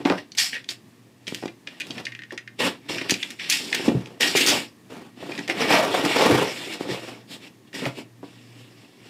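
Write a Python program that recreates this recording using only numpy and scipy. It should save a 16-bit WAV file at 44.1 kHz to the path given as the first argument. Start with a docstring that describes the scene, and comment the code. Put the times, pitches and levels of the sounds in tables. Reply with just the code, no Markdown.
"""Utility knife and cardboard box

A knife rattles, picks at and slits the taped box close to a small camera's microphone in a quiet room.
The plastic knife clicks bright and the hollow box thuds low: pushes and rattles ring damped modes.
Rubbing, and the lid dragged open card on card, drive panels, creases and surface with random slips.
A noise tail makes the room; faint coloured hiss and an unsteady hum lie under it all."""
import sys
import numpy as np
from scipy import signal
from scipy.fft import rfft, irfft, next_fast_len
from scipy.io import wavfile
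from scipy.ndimage import uniform_filter1d, minimum_filter1d

SR = 44100
rng = np.random.default_rng(int(sys.argv[2]) if len(sys.argv) > 2 else 0)


def to_wav(sig):
    """Store sig (one row per channel, or 1-D mono) as 16-bit WAV at the path in sys.argv[1].

    Samples outside -1..1 are clipped; the rate is SR.
    """
    pcm = np.clip(np.atleast_2d(sig), -1, 1) * 32767
    pcm = np.round(pcm).astype(np.int16)
    wavfile.write(sys.argv[1], SR, pcm.T)  # frames by channels


def field_ratio(decibels):
    """Amplitude ratio for a level in dB (20 dB per decade); scalars and array-likes work."""
    return 10 ** (np.asarray(decibels, dtype=float) / 20)


N = 401249
T = np.arange(N) / SR  # seconds
BELOW_DB = 9  # per octave: extra loss of the modes under the driven pitch

# Knife and blade contacts, close to the microphone. Each row: start in seconds, peak in dB before the
# low cut and the room, strongest ring in Hz, treble over the ring in dB before TREBLE_OFFSET_DB.
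CONTACTS = [(0.0524, -14, 2400, -36), (0.0988, -9.5, 1820, -27), (.182, -21.5, 2250, -34),
            (0.319, -26.5, 4850, -34), (0.35, -31, 2050, -3), (0.384, -0.5, 4530, -24),
            (.5307, -15, 1780, -41), (0.542, -22, 1940, -17), (0.553, -20, 1800, -37),
            (0.566, -20, 1950, -34), (.5794, -27, 1930, -31), (0.6416, -29, 3230, -21),
            (0.6893, -13.5, 4180, -34.5), (0.7074, -22, 4160, -18), (1.2693, -22, 3300, -34),
            (1.279, -16.5, 2670, -22.5), (1.3458, -9.5, 2900, -13.5), (1.427, -26, 1780, -21),
            (1.4566, -25.5, 3120, -19), (1.479, -25.5, 2470, -35), (1.673, -17.5, 2270, -45),
            (1.8, -19.5, 2550, -5), (1.806, -15.5, 2600, -21), (1.8176, -16, 2830, -24),
            (1.869, -24.5, 3000, -13), (1.9072, -17, 3400, -39), (1.954, -30, 2400, -34),
            (1.9807, -20.5, 1820, -33), (2.053, -19.5, 3300, -23), (2.0677, -15.5, 1970, -40),
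            (2.121, -24.5, 1900, -43), (2.15, -23, 1930, -43), (2.191, -25, 1820, -45),
            (2.22, -28, 1810, -39), (2.236, -25, 1840, -50), (2.307, -24, 1820, -38),
            (2.322, -29, 2600, -10), (2.377, -16.5, 1840, -21), (2.4764, -25, 1840, -45),
            (2.9831, -15, 2120, -33), (3.0139, -16.5, 2030, -38), (3.096, -6.5, 2440, -17),
            (3.1068, -4, 3800, -15), (3.1397, -13.5, 2530, -19), (3.2286, -11.5, 2950, -64),
            (3.3047, -17.5, 2420, -9.5), (3.3971, -19.5, 2160, -32), (3.4988, -4, 5190, 13),
            (3.514, -13, 2800, -51), (3.524, -1, 3470, -18), (3.7268, -5, 1830, -24.5),
            (3.7463, -8, 1730, -7), (3.8823, -19, 2700, -24), (4.0585, -25.5, 2780, -22),
            (4.2073, -2, 2840, -12), (4.221, -16, 2830, -2), (4.23, -7, 2850, -51),
            (4.356, -11.5, 2530, -32), (4.367, 5, 3130, -7), (4.4094, -5, 3000, -8.5),
            (4.4629, 18.5, 3300, -8.5), (4.627, -36, 5200, -2), (4.929, -42, 3300, -12),
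            (5.352, -26, 2600, -26), (5.378, -20.5, 2400, -18), (5.3194, -22, 2580, -48),
            (5.3891, -17.5, 2120, -21.5), (5.478, -14.5, 2120, -18), (5.4985, -7, 2230, -40),
            (6.0498, -11, 1990, -10), (7.73, -31, 1840, -21), (7.855, -15, 1980, -33)]
# Modes of knife shell and blade. Each row: pitch in Hz, level in dB, free decay time (t60) in seconds.
KNIFE_MODES = [(1854, -1.5, 0.019), (2087, -3.5, 0.015), (2450, -2.5, 0.02), (2750, 0, 0.0073),
               (3300, 0, 0.0072), (3800, -4.5, 0.0081), (4630, 0.5, 0.012), (5340, -6.5, 0.0059),
               (5900, -1, 0.0092), (6660, 3, .007), (9000, -14, .006), (9700, 6, .005), (12300, -29, .004)]
RATTLE_S, RATTLE_DB = 0.036, -17.5  # blade chatter after a click: t60, level before softness and jolt spread
CLEAN_DB = 17.5  # the dullest clicks chatter this much less
TREBLE_OFFSET_DB = -23  # added to the modes above 6 kHz in all clicks


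def knife():
    """Loose blade and slider chatter in the plastic shell, too small to radiate bass."""
    s, db, hz, treble_db = np.transpose(CONTACTS)
    # a dull, soft contact pushes longer and rings few modes; a bright clatter rings all and chokes them
    soft = np.clip(-treble_db / 30, .3, 1)
    clicks = strike(s, db, hz, KNIFE_MODES, RATTLE_S, RATTLE_DB - CLEAN_DB * soft ** 2,
                    tilt_db=treble_db + TREBLE_OFFSET_DB, focus_db=6 + 18 * soft ** 2,
                    push_s=0.0002 * soft, free=soft, spread_db=4)
    return signal.sosfilt(signal.butter(4, 1550, "high", fs=SR, output="sos"), clicks)


# Blows on the hollow box and desk, close by. Each row: start in seconds, peak in dB before the room,
# strongest ring in Hz.
BLOWS = [(.003, -27, 288), (.051, -7, 310), (.056, -12, 760), (.103, -11.5, 700), (0.099, -6.5, 340),
         (.122, -11, 620), (1.275, -31, 266), (1.319, -20.5, 297), (1.425, -17, 340), (1.456, -31, 255),
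         (1.901, -27, 334), (1.973, -30, 296), (2.321, -28.5, 322), (2.64, -20, 363), (2.89, -22.5, 382),
         (3.094, -14, 286), (3.108, -20, 205), (3.739, -23.5, 342), (3.796, -19.5, 336), (3.879, -3, 217),
         (3.908, -15, 240), (3.949, -12, 126), (4.214, -25.5, 225), (4.351, -8.5, 440), (4.407, -17.5, 256),
         (4.899, -38, 346), (5.172, -35, 305), (5.226, -26.5, 371), (5.289, -20, 325), (5.383, -25, 274),
         (5.493, -25, 368), (5.944, -10, 780), (6.04, -17, 275), (6.195, -5, 476), (6.299, -1, 320),
         (6.312, -11, 125), (6.905, -22.5, 126), (8.004, -41, 630), (6.806, -14, 340), (6.852, -24, 334),
         (6.89, -16.5, 333), (7.316, -43, 223), (7.741, -30, 250), (7.819, -20.5, 253), (7.859, -22.5, 127),
         (7.983, -27.5, 273), (8.228, -27, 346)]
# Modes of box panels and cavity, also driven by rubbing. Each row: pitch in Hz, level in dB, t60 in seconds.
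BOX_MODES = [(127, 3.5, 0.14), (166.3, 2, 0.043), (205, -1.5, 0.067), (250, 1.5, 0.074), (290.2, -0.5, 0.1),
             (340, 3, 0.049), (426.4, -0.5, 0.036), (515, -2, 0.017), (633, -2.5, 0.031), (736, -3, 0.038),
             (854, -6, 0.017), (1030, -15, 0.035), (1127, -12, 0.037), (1286, -37.5, 0.033)]
SHUDDER_S, SHUDDER_DB = 0.074, -33.5  # panel shudder after a blow: t60, level before jolt spread


def thuds():
    """Fingers, blade and desk knock the box; a deeper knock is a longer, softer push."""
    s, db, hz = np.transpose(BLOWS)
    return strike(s, db, hz, BOX_MODES, SHUDDER_S, SHUDDER_DB, tilt_db=0, focus_db=13,
                  push_s=0.25 / hz, free=1, spread_db=5.5)


def strike(s, db, hz, modes, dies_s, rattle_db, tilt_db, focus_db, push_s, free, spread_db):
    """Each blow is a short push and a dying rattle; modes near its strongest ring are driven hardest."""
    span = np.arange(SR // 5) / SR
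    out = np.zeros(N + len(span))
    blows = np.broadcast_arrays(s, db, hz, dies_s, rattle_db, tilt_db, focus_db, push_s, free)
    for start, peak_db, pitch, dies, rattle, tilt, focus, push, freedom in zip(*blows):
        grip = rng.standard_normal((len(modes), 2))  # each blow shifts the levels and pitches anew
        jolt_db = spread_db * (rng.exponential(size=len(span)) + 2.5)
        jolts = rng.standard_normal(len(span)) * field_ratio(jolt_db)
        force = field_ratio(rattle) * jolts * np.exp(-np.log(1000) * span / dies)
        force[0] = 1
        push_shape = signal.windows.hann(max(int(push * SR), 3))
        force = np.convolve(force, push_shape)[:len(span)]
        blow = np.zeros(len(span))
        for (f, mode_db, t60), (louder, sharper) in zip(modes, grip):
            gain_db = mode_db - off_pitch_db(f, pitch, focus) + tilt * (f > 6000) + 2 * louder
            blow += field_ratio(gain_db) * ring(force, f * (1 + .015 * sharper), t60 * freedom)
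        at = int(start * SR)
        out[at:at + len(span)] += blow * field_ratio(peak_db) / np.abs(blow).max()
    return out[:N]


# Modes of the rubbed card and tape surface. Each row: pitch in Hz, level in dB, t60 in seconds
# (ring() lets none die faster than 2 ms).
SURFACE_MODES = [(1917, 11, 0.016), (2280, 9.5, 0.0088), (2700, 11, 0.0041), (2800, -4, 0.012),
                 (3370, 8.5, 0.0037), (4300, 4, 0.0019), (5240, 13.5, 0.0012), (5600, -24, 0.009)]
# Spectrum of the sharp edge of the rasp. Each row: frequency in Hz, relative density in dB per Hz.
EDGE_SPECTRUM = [(3530, -22), (6000, 2.5), (7610, 3.5), (9320, -5), (13500, -9.5), (14500, -15),
                 (15500, -15.5)]
CREAK_DB, CREAK_SLOPE = -58, 1.63  # creak at a drone of -35 dB, dB per dB of drone
CREAK_FROM_RASP_DB = -25.5  # the rasp feeds the creak too
EDGE_DB, EDGE_DB_PER_OCTAVE = -10, 4.5  # edge over a rasp pitched at 2800 Hz; a higher rasp has more
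DULL_HZ, BRIGHT_HZ = 2250, 2900  # rasp pitches with a dulled and with the full edge
DULL_TOP_HZ = 8150  # corner of the dulled edge


def rubbing():
    """Stick-slip of card, tape and skin drones in the panels, creaks in the creases and rasps at the surface."""
    drone_db, rasp_db, panel_hz, rasp_hz = controls()
    creak_from_drone = field_ratio(CREAK_DB + CREAK_SLOPE * (drone_db + 35))
    creak_gain = np.hypot(creak_from_drone, field_ratio(rasp_db + CREAK_FROM_RASP_DB))
    edge_db = rasp_db + EDGE_DB + EDGE_DB_PER_OCTAVE * np.log2(rasp_hz / 2800)
    slips = grains(spread_db=4, patchy_db=4, rate=70)
    drone = rubbed(slips, BOX_MODES[:9], panel_hz, focus_db=10.5, waver_db=7, rate=20)
    creak = rubbed(slips, BOX_MODES[9:], 900, focus_db=1.5, waver_db=4, rate=25)
    fibres = grains(spread_db=2, patchy_db=1, rate=140)
    rasp = rubbed(fibres, SURFACE_MODES, rasp_hz, focus_db=7.5, waver_db=5, rate=30)
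    rasp = signal.sosfilt(signal.butter(3, [1600, 6200], "band", fs=SR, output="sos"), rasp)
    edge = steady(colour(fibres, EDGE_SPECTRUM))
    dull = signal.sosfilt(signal.butter(1, DULL_TOP_HZ, fs=SR, output="sos"), edge)
    brightness = np.clip((rasp_hz - DULL_HZ) / (BRIGHT_HZ - DULL_HZ), 0, 1)
    edge = dull + brightness * (edge - dull)
    return field_ratio(drone_db) * drone + creak_gain * creak + field_ratio(rasp_db) * rasp + field_ratio(edge_db) * edge


# Scrapes that start with a jerk and fade. Each row: peak in seconds, fade in seconds, panel drone in dB,
# surface rasp in dB, rasp pitch in Hz.
SCRAPE_STROKES = [(.002, 0.074, -41, -47.5, 2400), (0.058, 0.17, -30, -34.5, 2020),
                  (.18, 0.056, -39, -39, 2050), (.384, 0.14, -48.5, -18, 3800),
                  (.532, 0.1, -45, -33.5, 1980), (0.697, 0.059, -46.5, -31.5, 4000),
                  (1.279, 0.13, -54, -39.5, 2900), (1.675, 0.19, -49.5, -47.5, 2280),
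                  (2.599, 0.15, -24, -25, 2540), (2.896, 0.19, -33, -29.5, 2640),
                  (3.094, 0.13, -43, -32.5, 2850), (3.4, 0.21, -48, -32.5, 2160),
                  (3.502, 0.15, -51, -20, 3650), (3.741, 0.2, -37.5, -29.5, 2380),
                  (3.89, 0.46, -39, -50, 2250), (4.213, 0.2, -28, -19, 2780),
                  (4.361, 0.095, -24.5, -16.5, 3000), (4.407, .12, -36, -20.5, 3340),
                  (4.466, 0.043, -14.5, -16, 3000), (4.907, 0.28, -39, -50, 2600),
                  (7.747, 0.22, -36.5, -33.5, 2700), (8.232, 1.7, -56, -54.5, 2750)]
# Brushes of hand and blade that swell and fade. Each row: peak in seconds, fade in seconds,
# panel drone in dB, surface rasp in dB, rasp pitch in Hz.
BRUSH_STROKES = [(1.378, 0.17, -55, -45, 3090), (1.91, 0.21, -44, -47.5, 3050),
                 (1.988, 0.04, -32.5, -38.5, 2080), (2.07, 0.051, -47, -45, 2000),
                 (2.33, 0.042, -57, -45.5, 2320), (2.655, 0.065, -25.5, -25, 2800),
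                 (3.022, 0.22, -37, -39.5, 1990), (3.228, .1, -45, -38, 2900),
                 (3.312, 0.067, -46.5, -42.5, 2850), (3.67, 0.36, -39.5, -36, 3540),
                 (3.863, 0.044, -28.5, -33, 3230), (4.525, 0.14, -25.5, -22.5, 3020),
                 (5.224, 0.081, -39, -44.5, 2420), (5.318, 0.13, -37.5, -42, 2600),
                 (5.404, 0.12, -42, -40.5, 2550), (7.332, 0.058, -40.5, -37.5, 3330),
                 (7.44, 0.057, -46.5, -44, 2500), (7.473, 0.022, -50, -45.5, 2700),
                 (6.735, 0.026, -35, -30, 2750), (7.862, 0.048, -27, -36, 2050),
                 (7.988, 0.054, -38.5, -39.5, 2750), (7.68, 0.024, -66, -58, 2600),
                 (8.82, .1, -55, -56.5, 2750), (8.602, 0.078, -54, -52.5, 2900),
                 (9.09, 0.16, -51, -50.5, 2650)]
# The lid dragged open, card on card. Each row: time in seconds, panel drone in dB, surface rasp in dB,
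# panel pitch in Hz, rasp pitch in Hz.
LID_DRAG = [(5.47, -49, -60, 404, 2400), (5.498, -25.5, -27.5, 396, 2310), (5.544, -37, -41.5, 357, 2380),
            (5.622, -23, -22.5, 440, 2150), (5.672, -27.5, -31.5, 440, 2160),
            (5.726, -15.5, -15, 520, 2070), (5.846, -23.5, -33.5, 565, 2030), (5.896, -28, -35, 372, 2490),
            (5.97, -21, -25.5, 494, 2540), (6.03, -30, -34, 436, 2400), (6.05, -19, -29, 426, 2440),
            (6.078, -27, -27, 347, 2570), (6.144, -24.5, -23, 462, 2460), (6.218, -17.5, -22.5, 459, 2500),
            (6.302, -17, -26.5, 360, 2300), (6.436, -22.5, -30, 356, 2470), (6.486, -33, -31, 510, 2450),
            (6.55, -40.5, -35, 328, 2900), (6.754, -37.5, -37, 396, 2700), (6.788, -49, -47, 353, 2710),
            (6.808, -37, -38.5, 367, 2810), (6.872, -41, -43, 379, 2500), (6.912, -29.5, -29.5, 338, 2520),
            (6.992, -40, -42.5, 405, 2670), (7.09, -37.5, -41.5, 420, 2780),
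            (7.25, -58.5, -60.5, 333, 2290)]
JERK_S = 0.014  # rise of a scrape; a brush rises as long as it fades
FADE_DB, FADE_BEND = 24.5, 1.75  # drop after one fade, curvature
HOLD_DRONE_DB, HOLD_RASP_DB, HOLD_RASP_HZ = -62, -71.5, 2600  # hands merely holding the box


def strokes():
    """Powers of the lid and all strokes add up; the loudest one weighs most in the pitch of the rasp."""
    s, drone_db, rasp_db, _, hz = np.transpose(LID_DRAG)
    # doubled dB turn amplitudes into powers
    drone = field_ratio(2 * np.interp(T, s, drone_db, left=HOLD_DRONE_DB, right=HOLD_DRONE_DB))
    rasp = field_ratio(2 * np.interp(T, s, rasp_db, left=HOLD_RASP_DB, right=HOLD_RASP_DB))
    weighted_hz = rasp * np.interp(T, s, hz, left=HOLD_RASP_HZ, right=HOLD_RASP_HZ)
    rows = [(JERK_S, *row) for row in SCRAPE_STROKES] + [(row[1], *row) for row in BRUSH_STROKES]
    for rise, peak, fade, drone_db, rasp_db, hz in rows:
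        distance = np.maximum((peak - T) / rise, (T - peak) / fade)
        shape = field_ratio(-2 * FADE_DB * distance ** FADE_BEND)
        drone = drone + field_ratio(2 * drone_db) * shape
        rasp = rasp + field_ratio(2 * rasp_db) * shape
        weighted_hz = weighted_hz + field_ratio(2 * rasp_db) * shape * hz
    return 10 * np.log10(drone), 10 * np.log10(rasp), weighted_hz / rasp


PANEL_HZ, PANEL_DB_PER_OCTAVE = 278, 70  # pitch at a drone of -36 dB; firmer rubbing reaches higher panels


def controls():
    """Panel pitch follows the firmness of the rub, except while the lid drags across the panels."""
    drone_db, rasp_db, rasp_hz = strokes()
    s, lid_hz = np.transpose(LID_DRAG)[[0, 3]]
    firm_hz = PANEL_HZ * 2 ** ((drone_db + 36) / PANEL_DB_PER_OCTAVE)
    dragging = (T > s[0]) & (T < s[-1])
    panel_hz = np.where(dragging, np.interp(T, s, lid_hz), firm_hz)
    return drone_db, rasp_db, panel_hz, rasp_hz


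def grains(spread_db, patchy_db, rate):
    """Dense tiny slips of very uneven size, coming in patches."""
    size_db = np.minimum(spread_db * rng.exponential(size=N), 22) + patchy_db * walk(rate)
    return level(field_ratio(size_db) * rng.standard_normal(N), 0)


def rubbed(slips, modes, hz, focus_db, waver_db, rate):
    """Slips drive a set of wavering modes, most strongly those near a pitch that may move."""
    out = np.zeros(N)
    for f, mode_db, t60 in modes:
        gain_db = mode_db - off_pitch_db(f, hz, focus_db) + waver_db * walk(rate)
        out += field_ratio(gain_db) * level(ring(slips, f, t60), 0)
    return steady(out)


def off_pitch_db(f, hz, focus_db):
    """Loss of a mode at f driven at hz: focus_db per octave away, and more below."""
    return focus_db * abs(np.log2(f / hz)) + BELOW_DB * np.maximum(np.log2(hz / f), 0)


def ring(x, hz, t60):
    """One damped mode that radiates nothing far below its pitch."""
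    r = np.exp(-np.log(1000) / (max(t60, .002) * SR))
    w = 2 * np.pi * hz / SR
    return signal.lfilter([.5, 0, -.5], [1, -2 * r * np.cos(w), r * r], x)


def steady(y):
    """Hold the level near 1 over spans of 50 ms; faster grain stays."""
    return y / np.sqrt(uniform_filter1d(y ** 2, SR // 20) + 1e-12)


def level(x, db):
    """Scale to an rms level."""
    return x * field_ratio(db) / np.sqrt(np.mean(x ** 2))


def colour(x, spectrum):
    """Shape by (Hz, dB) points."""
    hz, db = np.transpose(spectrum)
    size = next_fast_len(N)
    gain = field_ratio(np.interp(np.log(np.fft.rfftfreq(size, 1 / SR) + 1), np.log(hz), db))
    return irfft(rfft(x, size) * gain, size)[:N]


def walk(rate):
    """Random levels held 1 / rate s and slewed; spread near 1."""
    k = int(SR / rate)
    held = np.repeat(rng.standard_normal(N // k + 1), k)
    return uniform_filter1d(held, k)[:N]


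ROOM_T60_S, ROOM_TREBLE_T60_S = 0.21, 0.13  # below and above 2 kHz
ROOM_DB = -10.5  # energy of the tail


def room(x):
    """Small furnished room: a noise tail whose treble dies first."""
    t = np.arange(SR // 2) / SR
    low, high = (signal.sosfilt(signal.butter(1, 2000, kind, fs=SR, output="sos"), rng.standard_normal(len(t)))
                 for kind in ("low", "high"))
    tail = low * 1000 ** (-t / ROOM_T60_S) + high * 1000 ** (-t / ROOM_TREBLE_T60_S)
    tail = tail * np.clip((t - .005) / 0.0055, 0, 1)  # silent for 5 ms, then fades in
    return signal.fftconvolve(x, tail * field_ratio(ROOM_DB) / np.sqrt(np.sum(tail ** 2)))[:N]


# Room air and microphone hiss. Each row: frequency in Hz, relative density in dB per Hz.
AIR_SPECTRUM = [(15, -57), (25, -38), (53, -62.5), (101, -7.5), (240, 0), (313, -2), (552, -18),
                (1020, -20), (1110, -16.5), (1450, -28), (1800, -16.5), (2060, -22), (9050, -30),
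                (15500, -35.5)]
AIR_DB = -54  # rms before the waver
HUM_HZ, HUM_DB = 118.3, -57  # pitch, rms level


def air():
    """Wavering hiss and rumble, and a hum of noise through one narrow resonance."""
    hiss = level(colour(rng.standard_normal(N), AIR_SPECTRUM), AIR_DB) * field_ratio(1.5 * walk(4))
    hum = level(ring(rng.standard_normal(N), HUM_HZ, 0.97), HUM_DB)
    return hiss + hum


def scene():
    """Everything handled shares the room."""
    near = knife() + thuds() + rubbing()
    return (near + room(near))[None]


def top_cut(x):
    """Nothing passes above the cut-off."""
    return signal.sosfilt(signal.butter(12, 16450, fs=SR, output="sos"), x)


def record(dry):
    """The sound has little deep bass and ends near 15.4 kHz; a limiter holds peaks, lets go within a few ms."""
    bass_cut = signal.butter(3, 100, "high", fs=SR, output="sos")
    x = signal.sosfilt(bass_cut, dry) + air()  # the camera's own noise skips the bass cut
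    x = signal.sosfilt(signal.ellip(8, .2, 70, 15400, fs=SR, output="sos"), x)
    hold = SR // 200  # 5 ms
    gain = minimum_filter1d(np.minimum(1, .5 / (np.abs(x) + 1e-9)), hold)  # peaks held to half of full scale
    limited = x * uniform_filter1d(gain, hold // 2)
    return top_cut(limited)


dry = scene()
out = record(dry)
to_wav(out)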